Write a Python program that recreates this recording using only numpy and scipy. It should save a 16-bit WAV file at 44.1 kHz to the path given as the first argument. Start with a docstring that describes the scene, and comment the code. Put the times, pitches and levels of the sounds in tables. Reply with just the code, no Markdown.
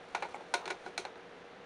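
"""Hard bits of food click and knock against a plastic cage as a hamster handles them.
Each knock gives a short, dense clack, rings the plastic and makes the base thump a moment later.
A small room echoes the clacks. Claws and food scrape the plastic now and then.
Behind it all are a faint rustle of bedding and a quiet, fan-like hum."""
import sys
import numpy as np
from scipy import signal
from scipy.fft import rfft, irfft
from scipy.io import wavfile
from scipy.ndimage import uniform_filter1d

SR = 44100
rng = np.random.default_rng(int(sys.argv[2]) if len(sys.argv) > 2 else 0)


def master_out(mix):
    """Clip the mix to full scale and print it as 16-bit PCM to the path in sys.argv[1]."""
    frames = np.transpose(np.atleast_2d(mix))
    ceiling = np.clip(frames, -1, 1)
    pcm = np.round(ceiling * 32767).astype(np.int16)
    wavfile.write(sys.argv[1], SR, pcm)


N = 72765

# One row per knock. 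A fade time is how long a sound takes to drop by 60 dB.
# (time [s], clack level [dB], clack brightness [dB per octave], rise time [s], clack fade time [s],
#  ring level [dB], thump level [dB], wall pitch [Hz], wall level [dB], snap pitch [Hz], snap level [dB])
KNOCKS = [ (0.1484, -25.5, -1.5, 0.00033, 0.043, -33.5, -44.5, 853, -27.5, 2367, -32),
          (.2230, -29.5, -3.5, 0.0007, 0.081, -40, -46.5, 855, -25.5, 2310, -30.5),
          (.2515, -42, -14, 0.0016, 0.054, -45, -49, 897, -35, 2330, -37),
          (0.3441, -30.5, -8.5, 0.0012, 0.018, -64, -47, 863, -30, 2220, -33),
          (0.4076, -45.5, -4, 0.00065, 0.045, -71, -50, 818, -38, 2300, -68),
          (0.539, -27, 3, 0.00035, 0.052, -27.5, -38, 980, -22, 4150, -29.5),
          (0.6559, -34.5, -0.5, 0.00046, 0.05, -57, -41, 990, -44, 4190, -34.5),
          (.6772, -31.5, 0, 0.00034, 0.027, -43.5, -46, 888, -35.5, 2350, -49),
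          (0.7024, -32, .5, 0.00071, 0.08, -35.5, -38, 785, -31, 4190, -48),
          (.8625, -38, -1, 0.0008, 0.021, -44, -40, 765, -32.5, 1620, -58),
          (0.9777, -31, 3.5, 0.00051, 0.034, -45, -40, 731, -30, 4093, -26),
          (1.0510, -34, -1.5, 0.00049, 0.041, -44.5, -50.5, 805, -34.5, 4200, -36.5),
          (1.1560, -45, -3.5, 0.00084, .03, -68, -48.5, 927, -46, 3940, -50)]
# Tone colour of a clack (frequency [Hz], level [dB])
CLACK_COLOUR = [(150, -31.5), (300, -19.5), (560, -2.5), (670, -7), (780, -1.5), (930, -3.5), (1150, -6.5),
                (1500, -3), (1800, -8), (2300, -1.5), (2900, -12), (3500, -10.5), (4150, -7.5),
                (4800, -17.5), (6500, -14.5), (7700, -25.5), (8800, -20), (10500, -30), (15000, -48.5)]
# Tones at which the plastic rings (pitch [Hz], level [dB], fade time [s])
PLASTIC_TONES = [(568.6, -8, 0.11), (706.6, -8, 0.22), (939, -5, 0.1), (1050, -7.5, 0.1),
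                 (1454, 1.5, 0.084), (1531, 1.5, 0.039), (2278, -13.5, .14), (2364, -15.5, 0.14),
                 (2630, -19, 0.11), (3737, -28, 0.48), (4040, -9.5, 0.032), (6200, -33, 0.26),
                 (8130, -40, 0.028)]
# Low tones of the cage base (pitch [Hz], level [dB], fade time [s])
BASE_TONES = [(334.7, 1, 0.087), (371.8, 3, .14), (415.8, -2.5, 0.16)]
# How long the room echoes (frequency [Hz], fade time [s])
ECHO_FADES = [(300, 0.61), (800, 0.4), (2100, 0.2), (5500, 0.19), (12000, 0.14)]
# Scrapes on the plastic (time [s], length [s], level [dB], centre frequency [Hz])
SCRAPES = [(0.294, .035, -67, 4500), (0.336, .03, -65.5, 7000), (0.584, 0.08, -50, 960),
           (0.844, 0.05, -66.5, 5060)]
# Loudness of the bedding (time [s], level [dB])
RUSTLE_LEVELS = [(0, -65), (0.119, -61), (.31, -56.5), (.45, -63), (.63, -62.5), (.78, -65.5), (.85, -54.5),
                 (.93, -65.5), (1.1, -68.5), (1.3, -67), (1.65, -71.5)]
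# Tone colour of the bedding (frequency [Hz], level [dB])
RUSTLE_COLOUR = [(200, -10.5), (800, 3), (2200, -11), (4000, -11.5), (7000, -18.5), (10000, -24),
                 (15000, -52)]
# Tone colour of the air noise in the room (frequency [Hz], level [dB])
AIR_COLOUR = [(20, -16.5), (45, -21), (95, -9), (140, -12), (180, -2.5), (245, -7.5), (330, -5.5), (430, 1),
              (560, -2.5), (720, -2), (1050, -8.5), (1600, -7), (2500, -13), (3800, -18.5), (5000, -26.5),
              (6500, -30.5), (8000, -41), (9700, -41), (11200, -56), (15000, -64)]
# Tones of the hum (pitch [Hz], level [dB])
HUM_TONES = [(173, -72), (274.5, -71), (479.1, -60)]
# Tone colour of the microphone, with a dip near 12 kHz (frequency [Hz], level [dB])
MIC_COLOUR = [(10500, 0), (11300, -8.5), (11900, -31), (12500, -27), (13300, 1), (15000, -2)]


def knocks():
    """Each hit clacks, sounds the wall and the hard bit, rings the plastic and thumps the base."""
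    out, t = np.zeros(N), np.arange(2 ** 14) / SR
    no_bass = signal.butter(3, 250, "high", fs=SR, output="sos")  # small parts give off no bass
    for (start, clack_db, brightness, rise_s, fade_s, ring_db, thump_db,
         wall_hz, wall_db, snap_hz, snap_db) in KNOCKS:
        rise = 1 - np.exp(-t / rise_s)
        plastic = gain(ring_db) * ring(t, PLASTIC_TONES)
        wall = gain(wall_db) * tone_pair(t, wall_hz, fade_s=0.072, gap=0.082)
        snap = gain(snap_db) * tone_pair(t, snap_hz, fade_s=0.025, gap=0.029)
        tones = signal.sosfilt(no_bass, (plastic + wall + snap) * rise)
        thump = gain(thump_db) * rise * base_thump(t)
        add(out, start, gain(clack_db) * clack(t, brightness, rise, fade_s) + tones + thump)
    return out


def clack(t, brightness, rise, fade_s):
    """Many short tones blur into noise, and the room echoes it. Each knock has its own brightness."""
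    middle_hz, bass_share = 1100, 0.49  # brightness acts less strongly below the middle
    edges = np.geomspace(180, 16000, 25)  # band edges in Hz
    freqs = np.fft.rfftfreq(len(t), 1 / SR)
    echo_rise = gain(-13) * (1 - np.exp(-t / 0.005))
    out = 0
    for low, high in zip(edges[:-1], edges[1:]):
        hz = np.sqrt(low * high)
        octaves = np.log2(hz / middle_hz)
        tilt_db = brightness * octaves * (1 if octaves > 0 else bass_share)
        level = gain(tilt_db) * np.sqrt((high - low) / middle_hz)
        direct = fade(t, fade_s * 2 ** (-0.22 * max(octaves, 0)))  # high bands die sooner
        echo = echo_rise * fade(t, at_hz(ECHO_FADES, hz))
        in_band = (freqs >= low) & (freqs < high)
        for shape in (direct, echo):
            noise = irfft(rfft(rng.standard_normal(len(t))) * in_band)
            out += level * unit(noise * shape) * np.sqrt(np.mean(shape ** 2))
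    return colour(out * rise, CLACK_COLOUR)


def ring(t, tones):
    """A struck part rings with fading tones, each starting at a random point in its wave."""
    return sum(gain(db) * fade(t, fade_s) * np.sin(2 * np.pi * (hz * t + rng.random()))
               for hz, db, fade_s in tones)


def tone_pair(t, hz, fade_s, gap):
    """Two close tones, hz * gap apart, are struck together and pulse as they fade."""
    pulsing = np.cos(np.pi * hz * gap * t)
    return pulsing * ring(t, [(hz, 0, fade_s)])


def base_thump(t):
    """The cage base rings a little at once and swells a moment later."""
    at_once, delay_s, swell_s = 0.32, 0.012, 0.00094
    swell = (1 + np.tanh((t - delay_s) / swell_s)) / 2
    return (at_once + (1 - at_once) * swell) * ring(t, BASE_TONES)


def scrapes():
    """Claws and food stick and slip on the plastic, making dense ticks that swell and fade."""
    out, t = np.zeros(N), np.arange(2 ** 13) / SR
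    for start, length, db, hz in SCRAPES:
        ticks = rng.standard_normal(len(t)) ** 3  # cubing makes the noise spiky
        broad_peak = [(hz / 4, -46), (hz, 0), (hz * 4, -46)]
        swell = np.sin(np.pi * np.minimum(t / length, 1))
        add(out, start, gain(db) * swell * unit(colour(ticks, broad_peak)))
    return out


def bedding():
    """Paper bedding gives tiny, dense crackles that die away as the animal settles."""
    crackles_per_s, spread_db = 780, 3
    clicks = (rng.random(N) < crackles_per_s / SR) * rng.choice([-1, 1], N)
    sizes = gain(spread_db * np.minimum(rng.exponential(size=N), 4))
    t = np.arange(2 ** 11) / SR
    burst = rng.standard_normal(len(t)) * fade(t, fade_s=0.051)
    crackles = signal.fftconvolve(clicks * sizes, burst)[:N]  # each click becomes a short burst
    level_db = np.interp(np.arange(N) / SR, *np.array(RUSTLE_LEVELS).T)
    return gain(level_db) * unit(colour(crackles, RUSTLE_COLOUR))


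def room_noise():
    """Soft, steady air noise with a few slightly wavering hum tones."""
    air_db, waver_hz = -53, 1.41
    out = gain(air_db) * unit(colour(rng.standard_normal(N), AIR_COLOUR))
    for hz, db in HUM_TONES:
        drift = unit(uniform_filter1d(rng.standard_normal(N), size=4000))
        cycles = np.cumsum(hz + waver_hz * drift) / SR
        out += gain(db) * unit(np.sin(2 * np.pi * cycles))
    return out


def gain(db):
    """Turn decibels into a number to multiply by."""
    return 10 ** (np.asarray(db) / 20)


def unit(x):
    """Scale a sound to an average (rms) level of 1."""
    return x / np.sqrt(np.mean(x ** 2))


def fade(t, fade_s):
    """A curve that drops by 60 dB every fade_s seconds."""
    return np.exp(-np.log(1000) * t / fade_s)


def at_hz(points, hz):
    """Read between the rows of a (frequency, value) table, with octaves evenly spaced."""
    freqs, values = np.array(points, float).T
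    return np.interp(np.log(np.maximum(hz, 1)), np.log(freqs), values)


def colour(x, points):
    """Filter a sound with a (frequency [Hz], level [dB]) curve."""
    size = 4096
    curve_db = at_hz(points, np.arange(size // 2 + 1) * SR / size)
    folded = irfft(curve_db * np.log(10) / 20)
    # Fold the second half onto the first, so the filter never sounds ahead of its input.
    folded[1:size // 2] *= 2
    folded[size // 2 + 1:] = 0
    click_response = irfft(np.exp(rfft(folded)))
    return signal.fftconvolve(x, click_response)[:len(x)]


def add(out, start, x):
    """Mix x into out at a start time in seconds."""
    i = int(start * SR)
    out[i:i + len(x)] += x[:N - i]


def scene():
    """Knocks, scrapes and rustle in the quiet room, on one channel."""
    return (knocks() + scrapes() + bedding() + room_noise())[None]


def record(dry):
    """The microphone colours the sound, and the highest treble is cut off."""
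    top_hz = 15750
    treble_cut = signal.ellip(8, 0.2, 70, top_hz, fs=SR, output="sos")
    return signal.sosfilt(treble_cut, colour(dry[0], MIC_COLOUR))[None]


dry = scene()
out = record(dry)
master_out(out)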